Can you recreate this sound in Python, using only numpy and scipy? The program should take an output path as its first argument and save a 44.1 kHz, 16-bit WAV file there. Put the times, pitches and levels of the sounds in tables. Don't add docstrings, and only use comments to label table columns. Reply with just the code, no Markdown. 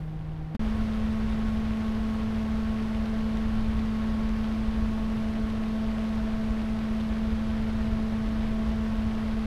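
import sys
import numpy as np
from scipy import signal
from scipy.fft import rfft, irfft
from scipy.io import wavfile

SR = 44100
rng = np.random.default_rng(int(sys.argv[2]) if len(sys.argv) > 2 else 0)


def persist_wave(psi):
    counts = np.round(np.clip(psi, -1, 1) * 32767).astype(np.int16)
    wavfile.write(sys.argv[1], SR, np.atleast_2d(counts).T)


N = 417186
TIME = np.arange(N) / SR
FREQ = np.fft.rfftfreq(N, 1 / SR)

STEP_S = 0.5473
SLOW_HZ, FAST_HZ = 156.33, 219.42
SHORT_HZ, SETTLE_S = 2.1, 0.68


def gain_of(db):
    return 10 ** (np.asarray(db) / 20)


def evened(x):
    return x / np.sqrt(np.mean(x ** 2) + 1e-20)


def curve(t_s, values):
    return np.interp(TIME, t_s, values)


def wander(rate_hz):
    knots_s = np.arange(0, TIME[-1] + 1, 1 / 2048)
    hz = np.fft.rfftfreq(len(knots_s), knots_s[1])
    lowpass = (hz > 0) / (1 + (hz / rate_hz) ** 4)
    slow = irfft(rfft(rng.standard_normal(len(knots_s))) * lowpass, len(knots_s))
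    return evened(curve(knots_s, slow))


def coloured(white, points, extra_db=0):
    hz, db = np.transpose(points)
    level_db = np.interp(np.log(FREQ + 1), np.log(hz + 1), db) + extra_db
    return irfft(rfft(white) * gain_of(level_db), N) * np.sqrt(SR / 2)


def crossfade(low, high, hz):
    low_share = 1 / (1 + (FREQ / hz) ** 4)
    return irfft(rfft(low) * np.sqrt(low_share) + rfft(high) * np.sqrt(1 - low_share), N)


# f/Hz, level/dB [per Hz]
HISS = [(100, -95), (1000, -104), (6000, -121), (11000, -120.5), (15500, -124.5)]


def background_hiss(start_db=5, sink_s=0.12):
    extra_db = start_db * np.exp(-(TIME / sink_s) ** 2)
    return coloured(rng.standard_normal(N), HISS) * gain_of(extra_db)


# t/s, suction depth/dB
THUMPS = [(.673, -23), (1.051, -23), (3.458, -24), (3.495, -22), (4.125, -24), (4.686, -20), (5.441, -19.5),
          (6.51, -24), (7.332, -20), (7.929, -24), (8.697, -24), (8.99, -21)]


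def thumps(half_core_s=0.0045):
    out = np.zeros(N)
    for t_s, depth_db in THUMPS:
        near = abs(TIME - t_s) < 0.05
        offset = (TIME[near] - t_s) / half_core_s
        out[near] -= gain_of(depth_db) * (1 - offset ** 2) * np.exp(-offset ** 2 / 2)
    return out


# f/Hz, level/dB [per Hz]
RUMBLE = [(5, -56.5), (14, -49), (30, -52.5), (55, -49), (80, -54), (130, -61), (190, -65.5), (300, -72),
          (700, -112.5)]
# t/s, level/dB
DRAUGHT = [(0.6, -0.5), (1.1, 0.5), (2.9, -1), (3.6, 1.5), (6.1, -1.5), (8, 1.5), (9.4, -0.5)]


def rumble(fast, trim_db=-0.33, suction=0.057, slow_db=-7, gust_db=0.7, gust_hz=5.4):
    roll_off_db = -10 * np.log10(1 + (FREQ / 700) ** 6)
    eddies = coloured(rng.standard_normal(N), RUMBLE, trim_db + roll_off_db)
    eddies = eddies - suction * eddies.std() * (evened(eddies) ** 2 - 1)
    drift_db = curve(*np.transpose(DRAUGHT))
    strength_db = fast * drift_db + (1 - fast) * slow_db + gust_db * wander(gust_hz)
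    return eddies * gain_of(strength_db)


# delay t/s, level/dB
DESK = [(.00101, -42), (.00138, -39), (.00217, -35), (.00584, -24)]


def room(x, tail_db=-18, t60_s=0.34):
    t_s = np.arange(SR // 3) / SR
    tail = rng.standard_normal(len(t_s)) * gain_of(-60 * t_s / t60_s) * (t_s > 0.006)
    response = gain_of(tail_db) * tail / np.linalg.norm(tail)
    response[0] = 1
    for delay_s, echo_db in DESK:
        response[round(delay_s * SR)] += gain_of(echo_db)
    return signal.oaconvolve(x, response / np.linalg.norm(response))[:N]


def blade_bursts(passes, rise_passes, spread_db):
    strength = np.minimum(rng.exponential(1, N), 4.3)
    burst_gain = gain_of(spread_db * strength)[passes.astype(int)]
    age = passes % 1 / rise_passes
    return evened(burst_gain * age * np.exp(-age))


# f/Hz, level/dB [per Hz]
AIR = [(120, -83), (340, -73), (650, -73), (820, -76), (1150, -77.5), (1800, -80), (2500, -84.0),
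       (3200, -85.5), (4700, -92), (6400, -99.1), (7300, -103.5), (8600, -103.8), (12300, -108.4),
       (15300, -117.1)]


def rush(passes, fast, burst=0.51, fine_burst=0.56, eddy_db=1.3, swell_db=0.5,
         slow_db=-9.0, slow_tilt_db_per_octave=-1.65):
    body, wake, edge, mist, tip = rng.standard_normal((5, N))
    swell = gain_of(swell_db * wander(rate_hz=24))
    bursts = blade_bursts(passes, rise_passes=0.071, spread_db=2.5)
    hiss = wake * gain_of(eddy_db * wander(rate_hz=450)) + burst * edge * bursts
    tip_bursts = evened(bursts + blade_bursts(passes, rise_passes=0.07, spread_db=3.5))
    fizz = mist + fine_burst * tip * tip_bursts
    air = crossfade(evened(body * swell), evened(hiss * swell), hz=1400)
    air = crossfade(air, evened(fizz), hz=4400)
    octaves = np.log2(np.clip(FREQ, 300, 6000) / 1000)
    slow_air = coloured(air, AIR, slow_db + slow_tilt_db_per_octave * octaves)
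    return fast * coloured(air, AIR) + (1 - fast) * slow_air


# multiple of blade rate, slow level/dB, fast level/dB, slow wander/dB, flutter [share of tone]
TONES = [(1, -35.7, -29.5, 0.2, 0.056), (2, -54.5, -51.7, 0.8, .35), (3, -63.5, -53, .4, .31),
         (4, -69, -61, 1, .24), (5, -61, -55, 0.1, 0.29), (6, -69.5, -64.5, 1.5, .4),
         (7, -70, -66.5, 0.7, .3), (9, -80, -77, 3, .46)]
# t/s, third harmonic level/dB, fifth harmonic level/dB
OVERTONES = [(0.6, -4.5, 0.5), (2, -1, 2.5), (3.1, 2.5, 0), (4, -8.5, 3.5), (4.9, 0.5, 0), (6.1, 4.0, 0.5),
             (7.6, 0, -5), (8.3, 4, 0), (9.4, 1.5, -1)]


def hum(passes, fast):
    t_s, third_db, fifth_db = np.transpose(OVERTONES)
    swell_db = {3: curve(t_s, third_db), 5: curve(t_s, fifth_db)}
    out = np.zeros(N)
    for multiple, slow_db, fast_db, wander_db, flutter in TONES:
        k = round(multiple)
        level_db = fast * (fast_db + swell_db.get(k, 0)) + (1 - fast) * slow_db
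        level_db = level_db + wander_db * wander(rate_hz=0.56)
        unsteady = 1 + flutter * (wander(rate_hz=22.5) + 1j * wander(rate_hz=28))
        carrier = np.exp(2j * np.pi * (k * passes + rng.random()))
        out += gain_of(level_db) * (unsteady * carrier).real
    return np.sqrt(2) * out


def scene():
    fast = curve([STEP_S - 0.001, STEP_S + 0.001], [0, 1])
    settling_hz = FAST_HZ - SHORT_HZ * np.exp(-np.maximum(TIME - STEP_S, 0) / SETTLE_S)
    passes = np.cumsum(fast * settling_hz + (1 - fast) * SLOW_HZ) / SR
    draught = thumps() + rumble(fast)
    air = room(rush(passes, fast))
    return (background_hiss() + draught + air + hum(passes, fast))[None]


# fade starts t/s, gone t/s, back t/s
DROPOUT = (0.554, .569, .594)


def record(dry, edge_hz=15720):
    fade_s, gone_s, back_s = DROPOUT
    heard = curve([fade_s, gone_s, back_s, back_s + 0.0003], [1, 0, 0, 1])
    soft_ends = signal.windows.tukey(N, 0.0004)
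    lowpass = signal.firwin(1023, edge_hz, window=("kaiser", 9), fs=SR)
    return signal.oaconvolve(dry * heard * soft_ends, lowpass[None], "same")


dry = scene()
out = record(dry)
persist_wave(out)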